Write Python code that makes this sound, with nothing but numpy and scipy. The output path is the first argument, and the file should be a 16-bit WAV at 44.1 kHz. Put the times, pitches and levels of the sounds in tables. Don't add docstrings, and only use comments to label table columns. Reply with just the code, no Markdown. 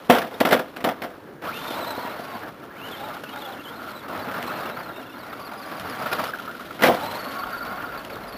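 import sys
import numpy as np
from scipy import signal
from scipy.fft import rfft, irfft, next_fast_len
from scipy.io import wavfile
from scipy.ndimage import uniform_filter1d

SR = 44100
rng = np.random.default_rng(int(sys.argv[2]) if len(sys.argv) > 2 else 0)


def natural_amplitude(level_db):
    exponent = np.asarray(level_db, float) / 20
    return 10 ** exponent


def master_out(mix):
    frames = np.transpose(np.atleast_2d(mix))
    ceiling = np.clip(frames, -1, 1)
    pcm = np.round(ceiling * 32767).astype(np.int16)
    wavfile.write(sys.argv[1], SR, pcm)


N = 369116

# (frequency [Hz], level [dB per Hz])
AIR_SPECTRUM = [(35, -53), (60, -17), (271, -4), (332, -2.5), (383, -6.5), (564, -11), (938, -72),
                (1040, -30), (7800, -41.5), (10100, -87), (17200, -120)]
AIR_DB = -43
# (time [s], level [dB])
BREEZE = [
    (0.0, -67),
    (4.59, -67.5),
    (8.37, -54),
]

# (time [s], tyre load [dB], wheel spin [dB])
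ROLL = [(0, -39.5, -4), (0.4, -42.5, 1.5), (1.15, -43, -9), (1.41, -47.5, -15), (1.436, -30, -4),
        (1.56, -35, 8.5), (1.748, -30, 3.5), (2.49, -33.5, -6), (3.051, -34.5, 1), (3.799, -36.5, -1.5),
        (4.3, -28, -4), (4.6, -27.5, -1.5), (5.0, -37.5, -6.5), (5.502, -36, -3), (6.2, -27.5, 4),
        (6.98, -29, 3), (7.4, -33.5, 1), (8.37, -35, -6)]
# (frequency [Hz], level [dB per Hz])
TYRE_SPECTRUM = [(35, -53), (60, -62), (92, -7.5), (167, -6.5), (260, -0.5), (374, -9), (600, 0.5),
                 (784, -3), (1340, -2), (1900, -11), (2600, -19), (3380, -43), (5720, -120)]
# (frequency [Hz], level [dB per Hz])
GRIT_SPECTRUM = [(880, -29), (1500, -14), (2380, 2), (2570, -11), (2910, -4), (4080, -7), (7800, -22),
                 (10100, -20.5), (17200, -120)]
# (start [s], end [s], drop [dB])
LIFTS = [
    (2.504, 2.737, -8.5),
    (2.734, 2.853, -4.5),
    (3.19, 3.287, -4.5),
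    (3.557, 3.677, -2),
    (3.99, 4.084, -5.5),
    (4.715, 4.757, -4.5),
    (6.3, 6.802, -8.5),
]
# (start [s], end [s], gain [dB])
SINGING = [
    (0, 1.4, -6),
    (3.66, 3.98, 6),
    (4.85, 5.2, 3),
    (5.25, 5.6, 3),
    (7.33, 8.02, 12),
]
MEAN_LOAD_DB = -37
GRIT_DB, GRIT_LOAD_SHARE, GRIT_SPIN_SHARE = -44.5, 0.7, 0.66
RING_DB, RING_LOAD_SHARE, RING_SPIN_SHARE = -44, 0.17, 0.68
GEARBOX_HZ, GEARBOX_WIDTH_HZ = 1390, 100
RING_PEAK_MESH_HZ, RING_SPAN_HZ, RING_PEAK_DB = 4050, 704, 0
HOP_S, HOP_SHARE = .012, .25

# (time [s], peak [dB], crack relative to it [dB])
BANGS = [(0.092, -11, -11), (0.098, 5.5, -10), (0.121, -7, -7.5), (0.135, -12.5, -9), (0.147, -9, -12),
         (0.183, -13.5, -5), (0.217, -14.5, -10), (0.161, -10.5, -7.5), (0.245, -22, -13), (0.271, -28, -7),
         (0.31, -19.5, -16), (0.339, -18, -14), (0.402, -9.5, 0), (0.407, -5, -22), (0.45, -1, -11.5),
         (0.429, -24, -20), (0.47, -15, -8), (0.488, -12.5, -11.5), (0.508, -3.5, -11.5), (0.521, -5, -6),
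         (0.526, -11, -4), (0.544, -12.5, -30), (0.56, -25, -12), (0.574, -25, -6), (0.591, -12.5, -10),
         (0.763, -17, -7.5), (0.803, -23, -5.5), (0.841, -2, -9.5), (0.867, -6.5, -24), (0.887, -17.5, -3),
         (1.018, -11.5, -12.5), (1.035, -16, -9), (1.1, -29, -12), (1.419, -24.5, -6.5), (1.439, -16, -12),
         (6.806, -15, -11), (6.821, -3.5, -6), (6.835, 1.5, -6), (6.851, -11, -22), (6.866, -7, -6),
         (6.882, 0.5, -28), (6.91, -19, -6), (6.941, -14, -9)]
# (time [s], peak [dB])
SLAPS = [(0.097, -0.5), (0.1052, -10), (.4105, -7), (.4555, -11.5), (0.5255, -8.5), (0.5306, -14),
         (.544, -13.5), (6.839, -12), (6.888, -11.5), (1.708, -24), (1.826, -26), (1.978, -21.5),
         (2.05, -29), (2.195, -24)]
# (frequency [Hz], width [Hz], level [dB])
SHELL_MODES = [(238, 101, -2), (514, 68, 4), (561, 154, 4.5), (690, 115, 4.5), (937, 305, 2),
               (1140, 800, 4), (1540, 620, -3), (3030, 100, -45)]
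# (frequency [Hz], level [dB per Hz])
CRACK_SPECTRUM = [(880, -9.5), (1500, 4.5), (2950, -3), (3780, -7), (5520, -14.5), (6790, -20.5),
                  (7800, -18), (10100, -57), (17200, -120)]
SLAP_S, SLAP_DB = 0.00053, 8.5
SNAP_HZ, SNAP_WIDTH_HZ, SNAP_DB, SNAP_T60_S = 2930, 270, -19, 0.013
# (time [s], pitch [Hz], peak [dB])
TWANGS = [
    (.122, 3150, -22),
    (.217, 1650, -18),
    (.343, 3750, -31),
    (0.845, 2930, -24),
    (6.922, 3100, -30),
]
TWANG_T60_S = 0.034
# (delay [s], level [dB])
ECHOES = [
    (0.02, -18.5),
    (0.046, -18),
    (.083, -25.5),
    (0.131, -29.5),
]

# (time [s], peak [dB])
TICKS = [(.529, -14), (6.513, -35), (4.245, -34), (4.606, -36), (7.368, -33), (3.33, -44), (3.359, -44),
         (2.755, -44), (4.192, -31), (4.338, -30), (4.427, -18), (5.797, -20.5), (6.003, -40), (6.058, -43),
         (6.116, -35), (6.128, -23), (6.24, -20), (7.505, -33), (7.617, -35), (7.975, -34), (8.049, -25),
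         (8.157, -27), (8.325, -29)]
# (time [s], peak [dB])
RATTLES = [(1.705, -19), (1.87, -31), (1.904, -12.5), (1.982, -25), (2.188, -24), (2.992, -21),
           (3.144, -17), (3.236, -17.5), (3.331, -20), (3.359, -16), (4.082, -19), (4.191, -18),
           (4.246, -28), (4.311, -17), (4.34, -12), (4.434, -18), (4.557, -29), (4.605, -38), (4.653, -14),
           (5.231, -21), (5.327, -17), (5.516, -24), (5.797, -35), (5.988, -25), (6.059, -7), (6.115, -6.5),
           (6.127, -7.5), (6.237, -10), (6.509, -23), (6.791, -15), (8.049, -24), (8.099, -19)]
# (time [s], peak [dB], length [s])
KNOCKS = [(4.769, -21, 0.012), (4.86, -28, 0.013), (4.888, -28, .025), (6.186, -20, 0.014),
          (6.284, -23.5, .022), (6.335, -20, 0.018), (6.388, -22, 0.014), (6.476, -25, .032),
          (6.549, -25.5, 0.0082), (6.707, -21.5, 0.0068), (6.594, -31, .035), (7.434, -17, 0.013)]
TICK_T60_S, RATTLE_NOTE_S = .012, .018
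RATTLE_RING_DB, KNOCK_RING_DB = -16.5, -5.5

# (time [s], gear mesh [Hz], steady mesh level [dB])
BURSTS = [
    [(1.472, 1100, -33), (1.506, 1520, -33), (1.515, 1900, -52), (1.525, 2250, -44), (1.54, 2650, -42),
     (1.58, 2880, -41), (1.6, 3150, -47), (1.615, 3300, -56)],
    [(1.616, 3600, -56), (1.64, 3600, -47), (1.665, 3600, -52), (1.677, 3620, -41), (1.7, 3600, -47),
     (1.745, 3500, -44), (1.765, 3900, -48), (1.96, 3900, -53), (2.15, 4350, -60), (2.25, 4750, -55)],
    [(2.71, 1650, -52), (2.75, 1950, -60), (2.785, 2550, -49), (2.803, 2500, -57), (2.818, 2620, -45),
     (2.855, 3020, -44), (2.885, 2950, -44), (2.9, 3150, -50), (3.07, 3800, -56)],
    [(3.258, 2700, -50), (3.272, 2520, -46), (3.282, 2750, -58), (3.293, 2950, -41), (3.317, 2830, -40),
     (3.36, 3550, -56), (3.38, 3720, -45), (3.46, 3420, -55), (3.52, 3350, -62)],
    [(3.58, 2700, -54), (3.605, 2750, -50), (3.635, 3300, -62), (3.648, 3400, -47), (3.66, 3050, -41),
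     (3.692, 3180, -44), (3.7, 3350, -56), (3.725, 3480, -51)],
    [(3.73, 3550, -57), (3.768, 4270, -50), (3.79, 3900, -58), (3.85, 4300, -62), (3.945, 4050, -56),
     (3.962, 3970, -47), (3.988, 3900, -48), (4.012, 3350, -52)],
]
# (time [s], gear mesh [Hz], steady mesh level [dB])
LONG_PULLS = [
    [(4.488, 3960, -43), (4.515, 4050, -54), (4.68, 3520, -58), (4.78, 4450, -59), (4.93, 3750, -66),
     (4.945, 3750, -50), (4.99, 3680, -49), (5.01, 3250, -58)],
    [(5.015, 3250, -58), (5.1, 3480, -57), (5.14, 3500, -59), (5.18, 4400, -62), (5.58, 4900, -60),
     (6.26, 4700, -58)],
    [(6.995, 3480, -48), (7.21, 4360, -48), (7.32, 4380, -47), (7.36, 4550, -58), (7.7, 4680, -59),
     (8.37, 4350, -63)],
]
# (time [s], length [s], start pitch [Hz], level [dB])
GRIPS_FIRM = [(1.808, .042, 4100, -44), (1.868, .016, 4200, -41), (1.902, .026, 4120, -41),
              (2.005, .045, 4480, -50), (2.056, .025, 4180, -51), (2.096, .016, 4080, -49),
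              (2.284, .035, 4850, -55), (2.338, .04, 4750, -55), (2.912, .045, 3600, -45),
              (3.005, .022, 3820, -45), (3.035, .027, 4020, -47), (3.322, .02, 3330, -47),
              (3.395, .014, 4070, -46), (3.444, .022, 3540, -40), (3.812, .018, 4720, -56),
              (3.89, .034, 4560, -52), (4.22, .021, 4720, -50), (4.474, .014, 4150, -43),
              (4.559, .018, 4350, -48), (4.789, .038, 4870, -53), (8.234, .018, 4150, -52),
              (8.278, .042, 5000, -50), (8.324, .022, 4500, -48)]
# (time [s], length [s], start pitch [Hz], level [dB])
GRIPS_LOOSE = [(3.41, .024, 3850, -45), (4.83, .022, 4480, -50), (4.88, .018, 4200, -51),
               (5.19, .058, 4850, -54), (5.262, .02, 4400, -57), (5.298, .022, 4880, -52),
               (5.325, .015, 3900, -55), (5.4, .03, 5000, -51), (5.448, .032, 4850, -49),
               (5.612, .032, 4800, -52), (5.768, .018, 4800, -52), (5.85, .02, 4800, -54),
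               (5.896, .048, 5120, -50), (6.017, .02, 5050, -48), (5.985, .018, 4950, -52),
               (6.19, .015, 4900, -43), (6.222, .016, 5000, -47), (6.146, .012, 4800, -49),
               (7.387, .028, 4750, -46), (7.855, .018, 4750, -52), (7.92, .02, 4950, -55),
               (7.978, .02, 4700, -48), (8.122, .022, 4650, -51)]
# (time [s], length [s], start pitch [Hz], level [dB])
GRIPS_STALL = [
    (3.522, .026, 3950, -48),
    (5.726, .024, 5050, -53),
    (6.238, .014, 4750, -44),
]
# (first [s], spacing [s], bites [count], start [Hz], climb [Hz a bite], level [dB])
RIPPLES = [
    (7.028, .039, 4, 4100, 70, -44),
    (7.186, .095, 2, 4600, -70, -46),
    (7.525, .047, 4, 4680, 0, -47),
    (7.73, .03, 2, 4680, -60, -53),
]
RIPPLE_BITE_S = .022
SAG_HZ_PER_S, LOOSE_SAG_HZ_PER_S, STALL_SAG_HZ_PER_S = 12000, 22000, 44000
UNLOADED_S = .018
TEETH_PER_WHEEL_TURN, LOADED_SHARE, WOBBLE_HZ = 150, .68, 260
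HARD_PULL_DB, SLACK_DB = -47, -52
DRIVE_DB = 3
CAN_RATIO = 2.33
# (start [s], end [s], start pitch [Hz], end pitch [Hz], level [dB])
STRANDS = [(1.538, 1.62, 3620, 3500, -47), (1.675, 1.7, 4250, 4180, -50), (1.72, 1.752, 4250, 4050, -47),
           (1.884, 1.904, 3980, 4100, -43), (1.94, 1.958, 3850, 3800, -48), (1.965, 2.0, 4080, 4420, -49),
           (3.328, 3.36, 3800, 3500, -51), (3.43, 3.468, 2850, 2750, -52), (3.484, 3.508, 4200, 4000, -52),
           (4.75, 4.77, 4250, 4500, -53), (5.155, 5.176, 4150, 4270, -54), (5.575, 5.6, 5080, 4650, -53),
           (5.658, 5.674, 4920, 4800, -52), (6.286, 6.3, 5250, 5050, -48), (2.7, 2.728, 1600, 1700, -47),
           (2.755, 2.775, 2100, 2350, -50), (2.78, 2.8, 3000, 3000, -52), (2.965, 2.988, 3450, 3550, -47),
           (3.088, 3.098, 3650, 3550, -50), (3.375, 3.405, 3650, 4050, -47), (4.195, 4.21, 4000, 4050, -46),
           (4.6, 4.62, 4700, 4850, -50), (4.63, 4.645, 4350, 4450, -49), (4.66, 4.682, 3700, 3450, -50),
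           (4.714, 4.742, 3900, 3800, -50), (7.362, 7.372, 4400, 4200, -47), (8.14, 8.16, 3900, 3450, -52),
           (4.035, 4.055, 4400, 4300, -54), (4.525, 4.54, 4400, 4250, -48), (8.352, 8.37, 4300, 4450, -49),
           (7.42, 7.44, 4350, 4650, -51), (7.49, 7.508, 4900, 4750, -52), (7.7, 7.725, 4700, 4850, -54)]
# (start [s], end [s], start pitch [Hz], end pitch [Hz], level [dB])
PULLS = [(1.587, 1.69, 880, 900, -44), (1.747, 1.81, 880, 958, -41), (1.863, 1.956, 960, 861, -35.5),
         (1.964, 2.093, 985, 960, -36.5), (2.239, 2.362, 1105, 1073, -39), (2.968, 3.102, 800, 880, -39),
         (3.335, 3.555, 880, 777, -42), (5.377, 5.51, 1120, 1140, -44), (5.532, 5.619, 1170, 1147, -43),
         (5.645, 5.79, 1180, 1120, -43), (5.845, 6.253, 1140, 1120, -41.5), (7.016, 7.182, 890, 953, -36),
         (7.247, 7.332, 1080, 1110, -44), (7.334, 7.413, 1120, 1110, -33), (7.45, 7.55, 1120, 1048, -41),
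         (7.644, 7.79, 1070, 1093, -39), (7.82, 7.871, 1110, 1089, -38.5), (7.919, 8.021, 1100, 1080, -46)]
SECOND_STAGE_RATIO = 4.2
SHAFT_SHARE, SHAFT_DB = 2 / 3, -7
# (time [s], pitch [Hz], level [dB])
PINGS = [
    (4.49, 2650, -42),
    (4.556, 2600, -46),
    (4.658, 2620, -41),
    (4.696, 2600, -47),
    (4.958, 2700, -45),
    (4.994, 2750, -50),
    (5.026, 2680, -46),
    (5.06, 2720, -49),
    (5.094, 2700, -48),
    (5.123, 2820, -49),
]
PING_S, PING_OCTAVE_DB = .013, -14
HOLD_HZ = 16003.6


def rms_one(x):
    return x / np.sqrt(np.mean(x ** 2) + 1e-20)


def in_time(s, values):
    return np.interp(np.arange(N) / SR, s, values)


def drift(rate_hz):
    r = np.exp(-40 * np.pi * rate_hz / SR)
    slow = signal.lfilter([1], [1, -2 * r, r * r], rng.standard_normal(N // 20 + 2002))[2000:]
    return np.interp(np.arange(N) / 20, np.arange(len(slow)), rms_one(slow))


def tone(hz):
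    return np.sqrt(2) * np.sin(2 * np.pi * np.cumsum(hz) / SR)


def glide(starts, ends, from_hz, to_hz):
    return in_time(np.ravel([starts, ends], "F"), np.ravel([from_hz, to_hz], "F"))


def held(starts, ends, levels_db, size):
    out = np.zeros(N)
    for a, b, gain in zip(starts, ends, natural_amplitude(levels_db)):
        out[int(a * SR):int(b * SR)] = gain
    return uniform_filter1d(out, size=size)


def blows(times, levels_db, t60s, rise_s):
    out = np.full(N, 1e-9)
    for s, level_db, t60 in zip(times, levels_db, t60s):
        start = int(s * SR)
        t = np.arange(min(int(t60 * SR), N - start)) / SR
        out[start:start + len(t)] += (1 - np.exp(-t / rise_s)) * natural_amplitude(level_db - 60 * t / t60)
    return out


def resonance(x, hz, width_hz):
    r = np.exp(-np.pi * width_hz / SR)
    zeros = np.array([1, 0, -1]) * (1 - r * r) / 2
    return signal.lfilter(zeros, [1, -2 * r * np.cos(2 * np.pi * hz / SR), r * r], x)


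def grains(per_s, spread_db, smooth):
    sizes = natural_amplitude(spread_db * np.minimum(rng.exponential(1, (2, N)), 4)) * rng.choice([-1, 1], (2, N))
    clicks = rms_one(sizes * (rng.random((2, N)) < per_s / SR))
    return rms_one(clicks + smooth * rng.standard_normal((2, N)))


def coloured(source, spectrum, patchy_db, rate_hz):
    hz, level_db = np.transpose(spectrum)
    edges = hz[0] * 2 ** np.arange(0, np.log2(hz[-1] / hz[0]) + 1 / 3, 1 / 3)
    out, together = 0., drift(rate_hz)
    for k, (low, high) in enumerate(zip(edges, edges[1:])):
        centre_db = np.interp(np.log(low * high) / 2, np.log(hz), level_db)
        if centre_db < -58:
            continue
        band = signal.sosfilt(signal.butter(2, [low, high], "band", fs=SR, output="sos"), source[k % 2])
        out = out + band * natural_amplitude(centre_db + patchy_db * (together + 1.42 * drift(rate_hz)))
    return rms_one(out)


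def outdoor_air():
    noise = rng.standard_normal((2, N))
    return natural_amplitude(AIR_DB + 1.5) * coloured(noise, AIR_SPECTRUM, patchy_db=-1.0, rate_hz=8.7)


def breeze():
    low = signal.sosfilt(signal.butter(2, [34, 65], "band", fs=SR, output="sos"), rng.standard_normal(N))
    return rms_one(low) * natural_amplitude(in_time(*np.transpose(BREEZE)) + 2.1 * drift(5.4))


def mean_mesh():
    return in_time(*np.concatenate(BURSTS + LONG_PULLS).T[:2])


def rolling():
    s, load_db, spin_db = np.transpose(ROLL)
    lift_db = sum(db * held([a], [b], [0], size=1200) for a, b, db in LIFTS)
    tyre_db = in_time(s, load_db) + lift_db
    spin_db = in_time(s, spin_db) + 0.28 * lift_db
    ring_db = RING_DB + RING_LOAD_SHARE * (tyre_db - MEAN_LOAD_DB) + RING_SPIN_SHARE * spin_db
    ring_db += RING_PEAK_DB * np.exp(-((mean_mesh() - RING_PEAK_MESH_HZ) / RING_SPAN_HZ) ** 2)
    ring_db += sum(db * held([a], [b], [0], size=2500) for a, b, db in SINGING)
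    grit_db = GRIT_DB + GRIT_LOAD_SHARE * (tyre_db - MEAN_LOAD_DB) + GRIT_SPIN_SHARE * spin_db

    bump_s = np.array([row[0] for row in RATTLES + KNOCKS])
    hops = 1 - HOP_SHARE * held(bump_s - HOP_S, bump_s, np.zeros(len(bump_s)), size=100)
    bumps = drift(40)

    tyres = coloured(grains(1500, spread_db=4.0, smooth=1.14), TYRE_SPECTRUM, patchy_db=1.44, rate_hz=13.0)
    case = resonance(rng.standard_normal(N), GEARBOX_HZ, 310)
    ring = rms_one(resonance(case, GEARBOX_HZ, GEARBOX_WIDTH_HZ))
    grit = coloured(grains(350, spread_db=3.8, smooth=1.5), GRIT_SPECTRUM, patchy_db=.9, rate_hz=40)

    tyres = tyres * natural_amplitude(tyre_db + 1.5 + 0.58 * bumps)
    ring = ring * natural_amplitude(ring_db + 1.14 * drift(45))
    grit = grit * natural_amplitude(grit_db + 1.1 * bumps)
    return hops * (tyres + ring + grit)


def bangs():
    s, peak_db, crack_db = np.transpose(BANGS)
    t60s = np.clip(0.15 + 0.00032 * peak_db, .02, .6)
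    source = grains(2000, spread_db=4.0, smooth=0.89)

    contacts = source[0] * blows(s, peak_db, t60s, rise_s=0.0037)
    contacts += 2.55 * blows(s, peak_db, t60s * 0.012, rise_s=0.00034)
    slap_s, slap_db = np.transpose(SLAPS)
    contacts += held(slap_s, slap_s + SLAP_S, slap_db + SLAP_DB, size=16)

    hollow = 0
    for k, (hz, width_hz, db) in enumerate(SHELL_MODES):
        hollow += resonance(contacts, hz, width_hz) * natural_amplitude(db) / np.sqrt(width_hz) * (-1) ** k
    hollow = signal.sosfilt(signal.butter(2, 85, "high", fs=SR, output="sos"), hollow)

    crack_db = peak_db + crack_db
    shape = blows(s, crack_db - 10.5, t60s * 1.12, rise_s=0.0021)
    shape += blows(s, crack_db - 3.5, t60s * 0.34, rise_s=0.002)
    crack = coloured(source, CRACK_SPECTRUM, patchy_db=1.0, rate_hz=34.5) * shape
    snap_shape = blows(s, crack_db + SNAP_DB, np.full(len(s), SNAP_T60_S), rise_s=0.00048)
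    snap = resonance(source[1] * snap_shape, SNAP_HZ, SNAP_WIDTH_HZ)
    return snap + hollow * natural_amplitude(27.5) + crack


def twangs():
    s, hz, peak_db = np.transpose(TWANGS)
    pitch_hz = in_time(s + TWANG_T60_S / 4, hz)
    return tone(pitch_hz) * blows(s, peak_db, np.full(len(s), TWANG_T60_S), rise_s=.002)


def rattles():
    s, peak_db, length = np.transpose([row + (RATTLE_NOTE_S,) for row in RATTLES] + KNOCKS)
    ring_db = np.repeat([RATTLE_RING_DB, KNOCK_RING_DB], [len(RATTLES), len(KNOCKS)])
    t60s = rng.uniform(.035, .06, len(s))
    source = grains(5000, spread_db=-3.5, smooth=0.39)

    spectrum = TYRE_SPECTRUM[3:-2] + [(hz, db - 8.5) for hz, db in GRIT_SPECTRUM[1:]]
    scratch = coloured(source, spectrum, patchy_db=2.5, rate_hz=43)
    scratch = scratch * blows(s, peak_db - 7.5, t60s, rise_s=.002)

    note = tone(GEARBOX_HZ + 90 * drift(100)) * natural_amplitude(2.0 * drift(120))
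    note = note * held(s + .001, s + length, peak_db + 1.3 * ring_db + 3, size=150)

    tick_s, tick_db = np.transpose(TICKS)
    ticks = coloured(source[::-1], GRIT_SPECTRUM, patchy_db=1.5, rate_hz=35)
    ticks = ticks * blows(tick_s, tick_db, np.full(len(TICKS), TICK_T60_S), rise_s=0.00037)
    return scratch + ticks + note * natural_amplitude(-0.5)


def track(x):
    dull, out = signal.lfilter([.3], [1, -.7], x), x.copy()
    for s, level_db in ECHOES:
        delay = int(s * SR)
        out[delay:] += natural_amplitude(level_db) * dull[:N - delay]
    return out


def gear_mesh():
    mesh_hz, load, t = mean_mesh(), np.zeros(N), np.arange(N) / SR
    for burst in BURSTS + LONG_PULLS:
        s, _, level_db = np.transpose(burst)
        on = (t > s[0]) * (t < s[-1])
        turn = np.cumsum(mesh_hz * on * natural_amplitude(2 * drift(8)) / TEETH_PER_WHEEL_TURN / SR) % 1
        level_db = in_time(s, level_db)
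        slack = np.clip((HARD_PULL_DB - level_db) / (HARD_PULL_DB - SLACK_DB), .1, 1) * on
        load += natural_amplitude(level_db + 1 - 14 * slack * (turn > LOADED_SHARE)) * on
        mesh_hz += WOBBLE_HZ * (LOADED_SHARE / 2 - turn) * slack

    ripples = []
    for s, gap, count, hz, climb_hz, db in RIPPLES:
        ripples += [(s + k * gap, RIPPLE_BITE_S, hz + k * climb_hz, db) for k in range(count)]
    grounds = [(GRIPS_FIRM + ripples, SAG_HZ_PER_S), (GRIPS_LOOSE, LOOSE_SAG_HZ_PER_S),
               (GRIPS_STALL, STALL_SAG_HZ_PER_S)]
    unloaded = int(UNLOADED_S * SR)
    for bites, sag in grounds:
        for s, length, start_hz, level_db in bites:
            a, b = int(s * SR), int((s + length) * SR)
            mesh_hz[a:b] = start_hz - sag * (t[a:b] - s)
            load[a - unloaded:a] *= .2
            load[b:b + unloaded] *= .4
            load[a:b] = natural_amplitude(level_db + 1.5)
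    return uniform_filter1d(mesh_hz, size=90), uniform_filter1d(load, size=260)


def drive():
    mesh_hz, load = gear_mesh()
    mesh_hz = mesh_hz + 55 * drift(200) + 35 * drift(30)
    flutter = uniform_filter1d(load, size=6000) * natural_amplitude(-17.0 + 5.0 * drift(37))
    mesh = load * natural_amplitude(2.6 * drift(120)) + flutter
    octave = resonance(mesh * tone(2 * mesh_hz), 7900, 900)
    motor_can = resonance(mesh * tone(CAN_RATIO * mesh_hz), 7000, 1100)
    whine = mesh * tone(mesh_hz) + natural_amplitude(-13) * octave + natural_amplitude(-19) * motor_can

    stage_hz = uniform_filter1d(mesh_hz, size=5000) / SECOND_STAGE_RATIO
    sides = tone(mesh_hz - stage_hz) * natural_amplitude(-13 + 3.7 * drift(30))
    sides += tone(mesh_hz * 1.15) * natural_amplitude(-8 + 3.5 * drift(12))
    return whine + flutter * sides + strands() + stage_hum() + pings()


def strands():
    a, b, from_hz, to_hz, level_db = np.transpose(sorted(STRANDS))
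    hz = glide(a, b, from_hz, to_hz) + 60 * drift(150)
    return held(a, b, level_db, size=260) * natural_amplitude(2.5 * drift(100)) * tone(hz)


def stage_hum():
    a, b, from_hz, to_hz, level_db = np.transpose(PULLS)
    hz = glide(a, b, from_hz, to_hz) + 22 * drift(50)
    shaft = natural_amplitude(SHAFT_DB + 3.0 * drift(30)) * tone(SHAFT_SHARE * hz)
    octave = natural_amplitude(-15) * tone(2 * hz + 90 * drift(80))
    return held(a, b, level_db, size=700) * natural_amplitude(-.5 + 2.2 * drift(40)) * (tone(hz) + shaft + octave)


def pings():
    s, hz, level_db = np.transpose(PINGS)
    hz = in_time(s + PING_S / 2, hz) + 70 * drift(60)
    return held(s, s + PING_S, level_db, size=250) * (tone(hz) + natural_amplitude(PING_OCTAVE_DB) * tone(2 * hz))


def scene():
    bed = outdoor_air() + breeze()
    impacts = track(bangs() + twangs() + rattles())
    return (bed + rolling() + impacts + natural_amplitude(DRIVE_DB) * drive())[None]


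def roll_off(x):
    return signal.sosfilt(signal.butter(12, 16610, fs=SR, output="sos"), x)


def record(dry):
    overloaded = np.tanh(dry / 1.9) * 1.19
    kept = signal.sosfilt(signal.butter(4, 8600, fs=SR, output="sos"), overloaded)
    sampled = kept * (1 + 2 * np.cos(2 * np.pi * HOLD_HZ * np.arange(N) / SR))
    size = next_fast_len(N)
    hz = np.arange(size // 2 + 1) * SR / size
    lift = natural_amplitude(3.06 * np.exp(-((hz - 10500) / 2500) ** 2))
    top = natural_amplitude(-np.clip((hz - 15380) / 4.0, 0, 22) - np.clip((hz - 15600) / 14.0, 0, 30))
    response = np.sinc(hz / HOLD_HZ) * lift * top
    mix = irfft(rfft(sampled, size) * response, size)[:, :N]
    return roll_off(mix)


dry = scene()
out = record(dry)
master_out(out)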